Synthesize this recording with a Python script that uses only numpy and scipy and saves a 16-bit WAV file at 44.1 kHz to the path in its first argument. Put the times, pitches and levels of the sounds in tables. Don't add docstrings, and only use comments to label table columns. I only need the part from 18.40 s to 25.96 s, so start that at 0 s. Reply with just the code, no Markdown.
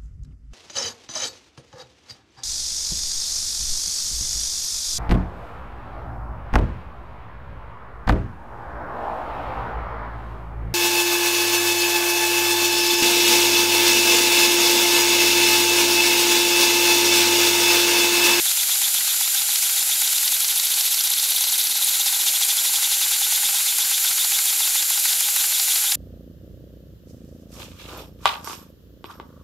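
import sys
import numpy as np
from scipy import signal
from scipy.fft import rfft, irfft, next_fast_len
from scipy.io import wavfile
from scipy.ndimage import uniform_filter1d, map_coordinates

SR = 44100
rng = np.random.default_rng(int(sys.argv[2]) if len(sys.argv) > 2 else 0)


def persist_wave(psi):
    counts = np.round(np.clip(psi, -1, 1) * 32767).astype(np.int16)
    wavfile.write(sys.argv[1], SR, np.atleast_2d(counts).T)


def gain_from_db(level_db):
    decades = np.asarray(level_db, float) / 20
    return 10 ** decades


N = 333204
TIME = np.arange(N) / SR

# (frequency [Hz], width [Hz], level [dB])
BASE_PLATE = [(805, 60, 0), (1040, 220, -5.5)]
START_TURN, TURNS = -0.989, 76
TOP_TURN = 0.515
LOOSENS_DB_PER_S = 0.64


def unit(x):
    return x / np.sqrt(np.mean(x ** 2) + 1e-20)


def noise():
    return rng.standard_normal(N)


def wobble(rate):
    return map_coordinates(rng.standard_normal(int(N * rate / SR) + 4), [TIME * rate])


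def filtered(x, response):
    m = next_fast_len(N + 8192)
    return irfft(rfft(x, m) * response(np.fft.rfftfreq(m, 1 / SR)), m)[:N]


def low_cut(x, corner_hz):
    return filtered(x, lambda f: (f / corner_hz) ** 4 / (1 + (f / corner_hz) ** 4))


def modes(table):
    def response(f):
        total = 0
        for k, (centre, width, db) in enumerate(table):
            total = total + (-1) ** k * gain_from_db(db) * 1j * f * width / (centre * centre - f * f + 1j * f * width)
        return total
    return response


def hiss(spectrum):
    hz, db = np.transpose(spectrum)
    colour = lambda f: gain_from_db(np.interp(np.log(f + 1), np.log(hz), db, left=-120, right=-120))
    return unit(filtered(noise(), colour))


def gliding(centre_hz, width_hz):
    slow = [filtered(noise(), lambda f: 1 / (1 + (2 * f / width_hz) ** 2)) for _ in "xy"]
    phase = 2 * np.pi * np.cumsum(centre_hz) / SR
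    return unit(slow[0] * np.cos(phase) + slow[1] * np.sin(phase))


def speed():
    # (time [s], speed [turns per s])
    flywheel = [(0.0, 8.75), (0.84, 7.24), (1.06, 7.069), (1.46, 7.621), (1.67, 8.739), (2.01, 12.403),
                (2.26, 14.07), (3.09, 17.291), (3.32, 17.487), (4.19, 12.109), (4.84, 9.398), (5.54, 7.65),
                (6.33, 6.675), (7.56, 6.141)]
    return np.interp(TIME, *np.transpose(flywheel))


def crank(delay_s=0):
    return np.interp(TIME - delay_s, TIME, START_TURN + np.cumsum(speed()) / SR)


def moments(turn):
    return np.interp(np.arange(TURNS) + turn, crank(), TIME)


def level_db(law, s=TIME):
    # (time [s], opening [0-1])
    opening = [(0, 0.15), (1.0, 0.15), (1.35, .15), (1.6, 0.12), (1.9, 0.5), (2.6, 0.85), (3.38, .95),
               (3.52, .45), (4.2, 0.26), (5, 0.16), (6.3, 0.07), (7.56, 0.08)]
    idle_per_s = 8
    coast_per_s2 = 2.6
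    slowing = uniform_filter1d(-np.gradient(speed()) * SR, SR // 5).clip(0)
    coasting = np.tanh(slowing ** 2 / coast_per_s2 ** 2)
    state = law[1] * (speed() - idle_per_s)
    state = state + law[2] * np.interp(TIME, *np.transpose(opening)) + law[3] * coasting
    return law[0] + np.interp(s, TIME, state)


def stroke_db(law, s, loaded=1):
    # (time [s], level over usual [dB])
    trapped_air = [(0, 1.4), (.8, 0.38), (1.1, -1.8), (1.7, 0.16), (2.4, .3), (3.1, 2.2), (3.35, -2.8),
                   (3.6, 0.24), (4.8, 0.89), (5.15, -1.4), (5.6, 1.9), (6.4, -0.45), (7.56, 0.27)]
    luck_db = law[4] * (1 - rng.exponential(size=len(s)))
    return level_db(law, s) + loaded * np.interp(s, *np.transpose(trapped_air)) + luck_db


def filling(db):
    fill_turn, fill_width = 0.3, 0.049
    turns = crank() - fill_turn
    return gain_from_db(db * np.exp(-.5 * ((turns - np.round(turns)) / fill_width) ** 2))


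def bursts(times, db, lead_s, width_s):
    marks = np.bincount(np.round((times - lead_s) * SR).astype(int).clip(0, N - 1), gain_from_db(db), N)
    t = np.arange(-1000, 1001) / SR
    return signal.fftconvolve(marks, np.exp(-.5 * (t / width_s) ** 2), "same")


def valve():
    # (frequency [Hz], level [dB per Hz])
    leak_colour = [(350, -30.5), (600, -22.5), (811, -11), (917, -20), (1440, -10), (1740, -10), (3910, -2),
                   (5000, -2.5), (7140, -1), (8650, -1), (10500, -3.5), (11900, 2), (13000, -6.5),
                   (15800, -12)]
    # (frequency [Hz], width [Hz], level [dB])
    seat = [(6880, 600, -5), (7270, 430, -.6), (9100, 280, -2.2), (10750, 1300, -3.2), (12250, 420, .4),
            (12850, 750, -3.6)]
    leak_db = level_db((-31, 0.12, -3.5, -0.37)) + 9
    whistle_db = level_db((-26.5, 0.22, -12, 0)) + 3
    hum_db = level_db((-64, 0.01, -26, 1.5)) + 1.5
    leak = gain_from_db(leak_db + 0.51 * wobble(8.2) + 0.88 * wobble(60)) * hiss(leak_colour)
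    whistle = unit(filtered(noise(), lambda f: modes(seat)(f) ** 2))
    whistle = gain_from_db(whistle_db + 0.46 * wobble(14)) * whistle
    hum_hz = 35.5 + 0.26 * wobble(2.3)
    hum = gain_from_db(hum_db + 1.2 * wobble(3.1)) * np.sin(2 * np.pi * np.cumsum(hum_hz) / SR)
    return filling(db=-0.27) * (leak + whistle) + hum


def plate():
    shaking = filtered(noise(), modes([(808, 45, 0), (1050, 250, -11), (1510, 180, -2)]))
    db = level_db((-52, -0.3, 2.5, 3.5)) + LOOSENS_DB_PER_S * TIME + 3.1 * wobble(25)
    return gain_from_db(db) * filling(db=-4.5) * unit(shaking)


def shop():
    # (frequency [Hz], level [dB per Hz])
    rumble = [(13, -43), (22, -7), (365, -5), (597, -2.5), (700, -18.5), (910, -13), (1540, -120)]
    return gain_from_db(level_db((-62.5, -0.15, -3.5, 1.5)) + 0.83 * wobble(9.4)) * hiss(rumble)


def exhaust():
    # (frequency [Hz], level [dB per Hz])
    rush_colour = [(500, -24), (1000, -24.5), (2000, -3), (4000, 3), (6200, 6.5), (8000, -2), (11000, -2),
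                   (15500, -28)]
    turns = crank(delay_s=0.003067) + .29
    angle = turns - np.round(turns)
    bump = lambda width: np.exp(-.5 * (angle / width) ** 2)
    is_open = 1 / (1 + ((angle + 0.081) / 0.24) ** 8)

    rush_db = level_db((-37.5, 0.3044, -2.8, 3)) + 7.5
    rush = gain_from_db(rush_db + 2.0 * wobble(40)) * is_open * hiss(rush_colour)

    chuff_db = stroke_db((-26, 0.27, -3.5, 2, 0.4), moments(-.29))
    chuff_db = chuff_db[np.round(turns).astype(int).clip(0, TURNS - 1)]
    tone = gliding(3480 + 18000 * angle ** 2, width_hz=580)
    tone = tone + gain_from_db(-10.5) * gliding(5950 + 9000 * angle ** 2, width_hz=570)
    tone = gain_from_db(chuff_db - 2.0) * bump(width=0.15) * tone
    roar = gliding(4000 + 0 * angle, width_hz=1000)
    roar = gain_from_db(-55.0 + 1.3 * speed()) * (0.96 + 0.39 * is_open) * roar

    jet = gliding(10250 + 1500 * angle ** 2, width_hz=900)
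    jet = jet + gain_from_db(2.5) * gliding(12000 + 0 * angle, width_hz=2000)
    choked_db = -25
    jet_db = np.minimum(level_db((-35.5, 0.5, 19, -4)), choked_db)
    jet = gain_from_db(jet_db) * (0.31 + 0.58 * bump(width=0.1)) * jet
    return rush + gain_from_db(.7 * wobble(150)) * (tone + roar + jet)


def ring(x, table):
    response = modes(table)
    size = np.sqrt(np.mean(abs(response(np.linspace(1, SR / 2, num=4096))) ** 2))
    return filtered(x, response) / size


def knock(s, laws, spit_modes, spit_lead_s, frame_lead_s):
    # (frequency [Hz], width [Hz], level [dB])
    columns = [(1450, 570, -1.5), (2060, 330, 3.5), (2740, 880, -0.5)]
    slack_s = .0008
    s = s + slack_s * rng.standard_normal(len(s))
    base_db, frame_db, spit_db = [stroke_db(law, s, loaded) for law, loaded in zip(laws, (.4, 0, 0))]
    base_db = base_db + LOOSENS_DB_PER_S * s

    luck = rng.uniform(-1.03, 1, (len(s), 4))
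    blow = bursts(s, base_db + 8.5, lead_s=0.00226, width_s=0.00026)
    touch_s, touch_db = s + 0.00214 * luck[:, 0], base_db + 3.5 + 4 * luck[:, 1]
    bounce_s, bounce_db = s + 0.00591 * luck[:, 2], base_db + 0.2 + 4 * luck[:, 3]
    blow = blow + bursts(touch_s, touch_db, lead_s=0.00407, width_s=0.000057)
    blow = blow + bursts(bounce_s, bounce_db, lead_s=-.011, width_s=0.00039)
    base = ring(blow, BASE_PLATE)

    frame = ring(bursts(s, frame_db - 0.5, frame_lead_s, width_s=0.005) * noise(), columns)
    snap = bursts(s, spit_db, spit_lead_s, width_s=0.004)
    snap = snap + bursts(s, spit_db - 3.5, spit_lead_s, width_s=0.00073)
    spit = ring(snap * noise(), spit_modes)
    return base + frame + spit


def top_knock():
    # (idle [dB], per turn a second [dB], full opening [dB], coasting [dB], scatter [dB])
    top_laws = [
        (-45, -0.18, -1.3, 3, 2.9),
        (-29, -0.43, -8, -1, 2.7),
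        (-23.5, -0.3, 3, -1, 3.4),
    ]
    # (frequency [Hz], width [Hz], level [dB])
    top_spit = [(6370, 2600, -2), (11000, 880, 5.5), (14500, 990, -4)]
    lag_s = .002
    s = moments(TOP_TURN - 1) + lag_s
    return knock(s, top_laws, top_spit, spit_lead_s=0.0042, frame_lead_s=0.00052)


def bench():
    s = np.r_[moments(0), moments(TOP_TURN - 1)]
    db = stroke_db((-54, 0.37, -3, -1, 1.5), s)
    blows = bursts(s, db, lead_s=0.0016, width_s=.005) * noise()
    return gain_from_db(15) * filtered(blows, modes([(227, 100, -0.1), (430, 440, -1)]))


def bottom_knock():
    # (idle [dB], per turn a second [dB], full opening [dB], coasting [dB], scatter [dB])
    bottom_laws = [
        (-47, -0.3, -7, 2.5, 2.9),
        (-30.8, -.6, -4.5, 0.5, 2),
        (-23, -0.47, 5, -10, 2.6),
    ]
    # (frequency [Hz], width [Hz], level [dB])
    bottom_spit = [(4180, 1700, 7.5), (5870, 1000, 10), (10300, 11000, -1.5), (14100, 1600, 1)]
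    lag_s = .0025
    s = moments(0) + lag_s
    return knock(s, bottom_laws, bottom_spit, spit_lead_s=0.0014, frame_lead_s=0.00023)


def thump():
    s = moments(0)
    db = stroke_db((-55, -0.15, -2.5, 1.5, 2.2), s)
    later = lambda turn: s[:-1] + turn * np.diff(s)
    s = np.r_[s, later(.465), later(.072)]
    db = np.r_[db, db[:-1] - 8.5, db[:-1] - 8]
    swing = .8 * bursts(s, db, lead_s=.003, width_s=.001) - bursts(s, db, lead_s=.0001, width_s=.0016)
    shaft_turns = uniform_filter1d(crank(), SR // 8)
    shaft = np.sin(2 * np.pi * 16 * shaft_turns)
    shaft = gain_from_db(-105 + 2.1 * speed() + 2.5 * wobble(2.5)) * shaft
    return gain_from_db(2.5) * low_cut(swing, corner_hz=50) + shaft


def slide():
    s = moments(0)
    period = np.diff(s)
    scrape = bursts(s[:-1] + 0.86 * period, -30 + 58 * period, lead_s=0, width_s=0.0069)
    return filtered(scrape * noise(), modes(BASE_PLATE))


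def handle():
    # (time [s], level [dB], low tone [Hz], high tone [Hz], high tone level [dB])
    ticks = [
        (3.444, -9.5, 9340, 10100, -3),
        (4.047, -9, 8900, 11750, -2.5),
    ]
    out, t = np.zeros(N), np.arange(SR // 20) / SR
    for s, db, low_hz, high_hz, high_db in ticks:
        pair = np.sin(2 * np.pi * low_hz * t) + gain_from_db(high_db) * np.sin(2 * np.pi * high_hz * t)
        attack = 1 - np.exp(-t / 0.00066)
        out[round(s * SR):][:len(t)] += gain_from_db(db - 60 * t / 0.028) * attack * pair
    return out


def scene():
    metal = plate() + top_knock() + bottom_knock() + slide()
    metal = low_cut(metal, corner_hz=600)
    engine = valve() + exhaust() + metal + thump() + handle()
    return np.tile(engine + bench() + shop(), (2, 1))


def low_pass(x):
    return signal.sosfilt(signal.butter(12, 15950, fs=SR, output="sos"), x)


def record(dry):
    # (frequency [Hz], width [Hz], level [dB])
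    echo_dips = [(1200, 130, -4), (1770, 200, -3.5), (5500, 400, -2.5), (8780, 220, -6), (9700, 300, -2.5),
                 (11750, 300, -1.5)]
    top_hz = 15750

    def response(f):
        gain = 1.0 * (f < top_hz)
        for hz, width, db in echo_dips:
            gain = gain * (1 - (1 - gain_from_db(db)) / (1 + (2 * (f - hz) / width) ** 2))
        return gain

    mic = filtered(dry[0], response)
    return low_pass(np.tile(mic, (2, 1)))


dry = scene()
out = record(dry)
persist_wave(out)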